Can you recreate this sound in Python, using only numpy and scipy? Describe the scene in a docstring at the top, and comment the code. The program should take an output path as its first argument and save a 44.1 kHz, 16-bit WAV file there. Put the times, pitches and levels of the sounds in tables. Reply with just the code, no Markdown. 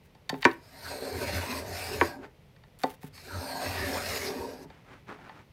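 """Light taps and a woody knock as a hand plane is set on a strip of wood, then two long shavings come off.
The iron tears fibres in a dense crackle that rings the strip and the workbench, and the curling shaving
sings faintly. The strip knocks again late in the first stroke, and the plane clacks down between the
strokes. A few soft scuffs follow in the quiet, dry workshop. The sound is close and mono."""
import sys
import numpy as np
from scipy import signal
from scipy.fft import rfft, irfft
from scipy.io import wavfile
from scipy.ndimage import map_coordinates

SR = 44100
rng = np.random.default_rng(int(sys.argv[2]) if len(sys.argv) > 2 else 0)


def inscribe(sig):
    """Save sig as 16-bit PCM at rate SR to the path in sys.argv[1].

    A 1-D sig is mono; a 2-D sig holds one channel per row.
    Samples are clipped to [-1, 1] before scaling.
    """
    pcm = np.round(np.clip(np.atleast_2d(sig).T, -1, 1) * 32767)
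    wavfile.write(sys.argv[1], SR, pcm.astype(np.int16))


N = 243779
T = np.arange(N) / SR

# the two strokes: (start [s], up to speed [s], easing off [s], end [s], sole rub level [dB],
# deepest bite [s], curl in full song [s])
STROKE_CUES = [(0.524, 0.929, 2.07, 2.284, -40.5, 1.4, 0.88), (3.122, 3.423, 4.426, 4.67, -40, 3.764, 3.33)]
# thickness of the shaving as a level curve, one list a stroke: (time [s], level [dB])
SHAVING_THICKNESS = [
    [(0.6, -72.5), (0.884, -51), (1.062, -54.5), (1.388, -44), (1.464, -48.5), (1.588, -47), (1.632, -57.5),
     (1.732, -48.5), (1.936, -46.5), (1.972, -51), (2.066, -48), (2.2, -77)],
    [(3.11, -68), (3.154, -60), (3.514, -51), (3.582, -53), (3.646, -46), (4.012, -46), (4.074, -42.5),
     (4.28, -46)] + [(4.33, -52), (4.472, -58), (4.644, -66.5), (4.68, -94)],
]
# tone of the rubbing sole, the rasping iron and the snapping fibres: (frequency [Hz], level [dB])
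RUB_TONE = [(88, -44.5), (150, -13.5), (262, 2), (327, -10.5), (388, 4), (492, -4), (583, 1.5), (831, -4.5),
            (1250, -28), (1620, -3), (2750, -120)]
RASP_TONE = [(650, -43.5), (1100, -5), (1180, -6.5), (1650, -4), (1790, -1), (1950, -2), (2600, -3.5),
             (3080, -12.5), (3300, -14), (4290, -8), (7260, -120)]
HISS_TONE = [(1820, -44), (3100, -15), (3700, -9.5), (4300, -4), (4600, -0.5), (5240, -1.5), (5920, -9),
             (6700, -7), (7370, -11.5), (8100, -9), (10500, -12), (12000, -10), (13800, -11.5),
             (15800, -22)]
# resonances of the strip under the plane, and of the bench: (frequency [Hz], width [Hz], level [dB])
PRESSED_STRIP_MODES = [(268.6, 7.3, 5), (414, 80, -4), (582.7, 21, 1), (729, 33, -2), (920, 24.6, -1.5)]
BENCH_MODES = [(61.5, 12, -15), (88.7, 16, 1), (115.7, 30, -8)]
# the iron catches in the grain and jolts the bench: (time [s], half-length [s], level [dB])
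GRAIN_CATCHES = [(0.884, 0.017, -65), (1.195, 0.055, -39), (1.343, .075, -38), (1.69, 0.093, -44),
                 (2.01, 0.086, -44), (3.37, 0.033, -40), (3.683, .035, -44), (3.822, 0.047, -39.5),
                 (4.216, 0.063, -48.5), (4.412, 0.014, -39)]
# short squeaks and groans of the cut:
# (time [s], half-length [s], pitch [Hz], glide [Hz/s], width [Hz], level [dB])
CUT_SQUEAKS = [(0.872, 0.025, 1478, -3000, 400, -42.5), (1.281, 0.068, 2185, -5500, 340, -43),
               (1.525, 0.06, 1013, 0, 108, -37.5), (1.939, 0.023, 2650, -2.5, 220, -43.5),
               (3.338, 0.053, 1412, -2500, 292, -44.5), (3.472, 0.057, 8960, 4501, 400, -52),
               (3.51, 0.12, 4610, -4000, 350, -48), (3.631, 0.18, 743, -200, 109, -43.5),
               (3.827, 0.071, 1797, -800, 200, -38.5), (3.978, 0.049, 1101, 5999.5, 260, -38),
               (4.3, 0.23, 430, -300, 69, -48.5), (4.275, 0.022, 4900, -0.5, 1200, -40)]
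# ring of the loose strip, and of the plane lying on the wood: (frequency [Hz], level [dB], t60 [s])
LOOSE_STRIP_MODES = [(256, -3, 0.15), (331.6, -2.5, 0.12), (369, 4.5, 0.057), (584.5, -13.5, 0.1),
                     (761, -13, 0.15), (956, 3.5, 0.059), (1065, -9, 0.14), (1109, -2, 0.089),
                     (1312, -9, 0.055), (1520, 0.5, 0.043), (1607, -10, 0.051), (1715, -4, 0.059),
                     (1883, -5.5, 0.029), (2070, -15.5, .05), (2360, -2, 0.05), (2400, -8, 0.061)]
PLANE_MODES = [(146.4, -2.5, 0.14), (263.6, -5, .11), (410, -5, 0.087), (516, -4.5, 0.039), (747, 1, 0.035),
               (882.6, -5.5, 0.11), (1052, -13, 0.099), (1357, -18.5, 0.059), (1791, -12.5, 0.072),
               (1960, -13.5, 0.061), (2370, -16, 0.032), (3650, -8.5, 0.024), (4560, -5.5, 0.025)]
# the strip knocks on the bench: (time [s], level [dB], low cut [Hz], high cut [Hz])
STRIP_KNOCKS = [(.4507, -10, 120.3, 5290), (2.0108, -15, 274, 2160)]
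# the plane is lifted, set down and touched: (time [s], level [dB], low cut [Hz], high cut [Hz])
PLANE_TAPS = [(.149, -56, 500, 7200), (.2925, -32, 1700, 4900), (.2952, -31, 810, 13100),
              (.297, -40.5, 72, 200), (.3245, -29, 225, 334), (.340, -35.5, 239, 2500),
              (.4225, -42, 1900, 5000), (.4272, -31, 1830, 2510), (.443, -35, 2500, 5960),
              (.5125, -46.5, 1500, 6000), (2.243, -49, 698, 2142), (2.562, -61, 1500, 3000),
              (2.636, -56.5, 1210, 2800), (2.7885, -58.5, 6550, 14000), (2.8345, -25.5, 198, 6900),
              (2.8385, -21.5, 358, 1080), (3.030, -49, 500, 2050), (3.036, -36, 133, 302),
              (3.178, -51, 1184, 5050), (4.652, -44.5, 179, 448), (4.701, -49, 300, 4470),
              (5.1875, -51.5, 497, 2000), (5.2925, -44, 1030, 1800)]
# the sole skims the wood without cutting: (start [s], end [s], level [dB])
SOLE_SKIMS = [(0.026, 0.083, -66.5), (0.303, 0.432, -63.5), (0.404, 0.55, -53.5), (2.787, 2.96, -53.5),
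              (3.005, 3.092, -57)]
# soft scuffs of the plane and the worker: (time [s], rise [s], fall [s], level [dB])
SOFT_SCUFFS = [(2.245, .025, 0.016, -46), (4.74, 0.054, 0.08, -59), (4.92, 0.055, 0.062, -52.5),
               (5.11, 0.026, 0.037, -40.5), (5.27, 0.083, 0.069, -50.5), (5.39, 0.038, .03, -52)]
# tone of the scuffs and of the still room: (frequency [Hz], level [dB])
SCUFF_TONE = [(59, -24), (100, 0), (140, -35), (172, -2.5), (425, -2), (472, -7.5), (718, -5), (1770, -4.5),
              (2800, -22.5), (15000, -52)]
ROOM_TONE = [(18, -47), (30, -5.5), (149, -2.5), (301, -17.5), (496, -14), (645, -19), (1660, -29),
             (1990, -24.5), (3450, -30.5), (5990, -38), (7200, -43.5), (14200, -42), (15800, -48)]

SPEED_UP_DB_PER_S, EASE_OFF_DB_PER_S, DULL_DB_PER_S = 84, 32, 19
BITE_S, BITE_RASP_DB, BITE_RUB_DB = 0.16, 4.5, 2.5  # mid-stroke the iron digs in and the sound coarsens
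HISS_DB, RASP_DB, THRUM_DB = 3.5, 2.5, -2  # against the shaving's level curve
CURL_HZ, CURL_HZ_PER_S, CURL_WIDTH_HZ = 4214, 450, 460


def planing():
    """Snapping fibres hiss and rasp, the sole drives the strip, and the bench thrums under the push."""
    grain = undb(walk(35) + 0.15 * walk(220))  # the iron catches and slips in uneven grain
    rub = sole_rub()
    dull_rub = colour(rub, [(480, 3), (720, -29)])
    rasp = restless(colour(crackle(7000, 1.5), RASP_TONE), depth_db=4, rate=18, patch_hz=137.4)
    fibres = restless(colour(crackle(16000, 1.1), HISS_TONE), depth_db=4, rate=19, patch_hz=322)
    thrum, catches = bench_shudder()
    out = catches
    for stroke, shaving in zip(STROKE_CUES, SHAVING_THICKNESS):
        start, up_to_speed, easing, end, rub_db, deepest, curl_s = stroke
        thickness = undb(np.interp(T, *np.transpose(shaving))) * gate(start, end)
        digging = swell(deepest, BITE_S, BITE_S)
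        hiss = fibres + shaving_song(curl_s)
        brightness = hold(start, easing, 0, DULL_DB_PER_S)  # the rub darkens as the plane slows
        friction = dull_rub + brightness * (rub - dull_rub)
        sole = push(start, up_to_speed, easing, end) * undb(rub_db + BITE_RUB_DB * digging) * friction
        iron = thickness * (undb(HISS_DB) * hiss + undb(RASP_DB + BITE_RASP_DB * digging) * rasp)
        out = out + grain * (sole + iron) + thickness * undb(THRUM_DB) * thrum
    return out


def sole_rub():
    """The woody body of the stroke: tiny slips of the sole ring the strip pressed under it."""
    slips = crackle(3500, 3.1)
    ring = unit(sum(undb(db) * resonate(slips, hz, width) for hz, width, db in PRESSED_STRIP_MODES))
    strip = undb(0.5) * edge(ring, 1400, "low")
    grit = unit(colour(crackle(3500, 3.6), RUB_TONE))
    return restless(grit + strip, depth_db=5.5, rate=14, patch_hz=94)


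def bench_shudder():
    """Jolts shake the bench: returns a steady thrum, and the thudding swells where the iron catches."""
    jolts = crackle(900, 1.5)
    thrum = unit(sum(undb(db) * resonate(resonate(jolts, hz, width), hz, width)
                     for hz, width, db in BENCH_MODES))
    thud = unit(resonate(resonate(jolts, 220, 170), 220, 170))
    catching = sum(undb(db) * swell(s, half_s, half_s) for s, half_s, db in GRAIN_CATCHES)
    return thrum, (thrum + undb(-5.5) * thud) * catching


def shaving_song(curl_s):
    """The young curl sings in the plane's mouth with two overtones, rising and fading as it grows."""
    hz = CURL_HZ + CURL_HZ_PER_S * (T - curl_s)
    song = unit(sum(undb(db) * singing_band(harmonic * hz, CURL_WIDTH_HZ)
                    for harmonic, db in enumerate((0, -7, -12), start=1)))
    return song * hold(curl_s, curl_s + 0.22, rise_db_per_s=89.5, fall_db_per_s=48)


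def cut_squeaks():
    """Short squeaks and groans of the cut: the iron judders, the curl glides, the shaving breaks off."""
    return sum(singing_band(hz + glide * (T - s), width) * undb(db) * swell(s, half_s, half_s)
               for s, half_s, hz, glide, width, db in CUT_SQUEAKS)


def strip_knocks():
    """The loose strip hits the bench with a hard crack and a short woody ring."""
    return blows(STRIP_KNOCKS, LOOSE_STRIP_MODES, crack_db=38, crack_hz=1970, crack_width_hz=650,
                 tick_db=11.5, tail_db=0, tail_t60=0.046, tail_hz=695, lag_s=0.0028)


def plane_taps():
    """The body of the plane clacks and ticks as it is handled on the wood."""
    return blows(PLANE_TAPS, PLANE_MODES, crack_db=15, crack_hz=2007, crack_width_hz=1300,
                 tick_db=7.5, tail_db=-4, tail_t60=0.029, tail_hz=1950, lag_s=0.0015)


def blows(hits, modes, crack_db, crack_hz, crack_width_hz, tick_db, tail_db, tail_t60, tail_hz, lag_s):
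    """Each blow is a tick, a crack, ringing modes and a diffuse tail; bending waves bring the lows late."""
    size = 16384
    t, f = T[:size], np.fft.rfftfreq(size, 1 / SR)
    bending = np.exp(-4j * np.pi * lag_s * np.sqrt(f * 1000))  # lag_s is the travel time at 1 kHz
    impulse = signal.unit_impulse(size)
    crack = undb(crack_db) * resonate(impulse, crack_hz, crack_width_hz)
    tick = undb(tick_db) * edge(impulse, 3600, "high")
    damping = 1 + 0.17 * sum(push(*stroke[:4]) for stroke in STROKE_CUES)  # the plane bears down
    out = np.zeros(N + size)
    for s, db, low_cut, high_cut in hits:
        start = int(s * SR)
        ring = sum((-1) ** k * np.sin(2 * np.pi * hz * t) * undb(mode_db - 60 * t * damping[start] / t60)
                   for k, (hz, mode_db, t60) in enumerate(modes))
        wash = unit(edge(rng.standard_normal(size), tail_hz, "low", order=1))
        tail = wash * undb(tail_db - 60 * t / tail_t60)
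        hit = irfft(rfft(ring + crack + tick + tail) * bending)
        hit = edge(hit, low_cut, "high", order=3)  # light touches lack bass
        hit = edge(hit, high_cut, "low")  # soft ones lack treble
        out[start:start + size] += hit * undb(db) / np.sqrt(np.sum(hit ** 2) / (0.01 * SR))  # over 10 ms
    return out[:N]


def scuffs():
    """Gritty rubbing in a few soft swells; more weight adds body faster than brightness."""
    weight = sum(undb(db) * swell(s, rise, fall) for s, rise, fall, db in SOFT_SCUFFS)
    grit = unit(colour(crackle(4800, 1.0), SCUFF_TONE))
    body = edge(grit, 1770, "low", order=6) * weight
    scratch = edge(grit, 2280, "high", order=6) * undb(-14) * weight ** 0.6
    return (body + scratch) * undb(0.92 * walk(70))


def skims():
    """A thin, bright scratch while the plane is slid into place."""
    tone = [(500, -7), (1700, 5), (4500, -4.5), (7000, -8), (13000, -4), (15500, -5)]
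    scratch = unit(colour(crackle(3200, 2.9), tone))
    touch = sum(undb(db) * gate(start, end, ramp_s=0.015) for start, end, db in SOLE_SKIMS)
    return scratch * touch * undb(2.4 * walk(90))


def workshop(x, wet_db, t60, dull_hz):
    """Add a short, dull reverb that blooms after the nearest surfaces."""
    t = T[:SR // 2]
    wash = edge(rng.standard_normal(len(t)), dull_hz, "low", order=1)
    bloom = np.clip(t / 0.011, 0, 1) ** 2
    tail = wash * bloom * undb(-60 * t / t60)
    return x + undb(wet_db) * signal.fftconvolve(x, tail / np.sqrt(np.sum(tail ** 2)))[:N]


def still_room():
    """Room tone: a bed of low rumble with a faint hiss."""
    air = edge(unit(colour(rng.standard_normal(N), ROOM_TONE)), 31, "high", order=4)
    deep_rumble = unit(edge(rng.standard_normal(N), 7, "low"))
    return undb(-57) * air + undb(-65) * deep_rumble


def push(start, up_to_speed, easing, end):
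    """The effort of one stroke: the plane speeds up, runs evenly, eases off and stops."""
    return gate(start, end) * hold(up_to_speed, easing, SPEED_UP_DB_PER_S, EASE_OFF_DB_PER_S)


def gate(start, end, ramp_s=0.024):
    """Open while the plane moves, with short fades."""
    return np.clip(np.minimum(T - start, end - T) / ramp_s, 0, 1)


def hold(start, end, rise_db_per_s, fall_db_per_s):
    """Attack, hold from start to end, release."""
    return undb(-rise_db_per_s * np.maximum(start - T, 0) - fall_db_per_s * np.maximum(T - end, 0))


def swell(s, rise_s, fall_s):
    """A rounded rise and fall that peaks at one."""
    return np.exp(-((T - s) / np.where(T < s, rise_s, fall_s)) ** 2)


def crackle(rate, spread_db):
    """Tiny clicks of uneven size, `rate` a second on average."""
    clicks = (rng.random(N) < rate / SR) * rng.standard_normal(N)
    return unit(clicks * undb(spread_db * rng.standard_normal(N)))


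def restless(x, depth_db, rate, patch_hz):
    """Neighbouring bands swell and fade on their own as the contact moves over the grain."""
    f, t, frames = signal.stft(x, SR, nperseg=1024, noverlap=768)
    grid = np.meshgrid(f / patch_hz, t * rate, indexing="ij")
    patches = map_coordinates(rng.standard_normal((256, 256)), grid, order=1, mode="mirror")
    _, shifting = signal.istft(frames * undb(depth_db * patches), SR, nperseg=1024, noverlap=768)
    return unit(shifting[:N])


def singing_band(hz, width_hz):
    """A narrow band of noise that follows a pitch curve."""
    phase = 2 * np.pi * np.cumsum(hz) / SR
    a, b = edge(rng.standard_normal((2, N)), width_hz / 2, "low")
    return unit(a * np.cos(phase) + b * np.sin(phase))


def walk(rate):
    """Smooth random wander with a spread near one."""
    knots = rng.standard_normal(4096)
    return 1.35 * np.interp(T * rate, np.arange(len(knots)), knots)


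def colour(x, points):
    """EQ through (frequency [Hz], level [dB]) points."""
    hz, db = np.transpose(points)
    f = np.fft.rfftfreq(len(x), 1 / SR) + 1
    return irfft(rfft(x) * undb(np.interp(np.log(f), np.log(hz), db)), len(x))


def resonate(x, hz, width):
    """One resonance, unity gain at its centre."""
    return signal.lfilter(*signal.iirpeak(hz, hz / width, fs=SR), x)


def edge(x, hz, kind, order=2):
    """Low-pass or high-pass."""
    return signal.sosfilt(signal.butter(order, min(hz, SR / 2 - 100), kind, fs=SR, output="sos"), x)


def undb(db):
    """Decibels to gain."""
    return 10 ** (np.asarray(db) / 20)


def unit(x):
    """Scale to an rms of one."""
    return x / np.sqrt(np.mean(x ** 2))


def scene():
    """All sources in the workshop, the same on both channels."""
    handling = strip_knocks() + plane_taps()
    sources = planing() + cut_squeaks() + skims() + handling + scuffs()
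    sound = workshop(sources, wet_db=-19, t60=0.22, dull_hz=1800) + still_room()
    return np.array([sound, sound])


def record(dry):
    """Roll off the deepest bass and cut the very top steeply."""
    high_cut = signal.ellip(10, 0.2, 70, 15750, fs=SR, output="sos")
    return signal.sosfilt(high_cut, edge(dry, 30, "high"))


dry = scene()
out = record(dry)
inscribe(out)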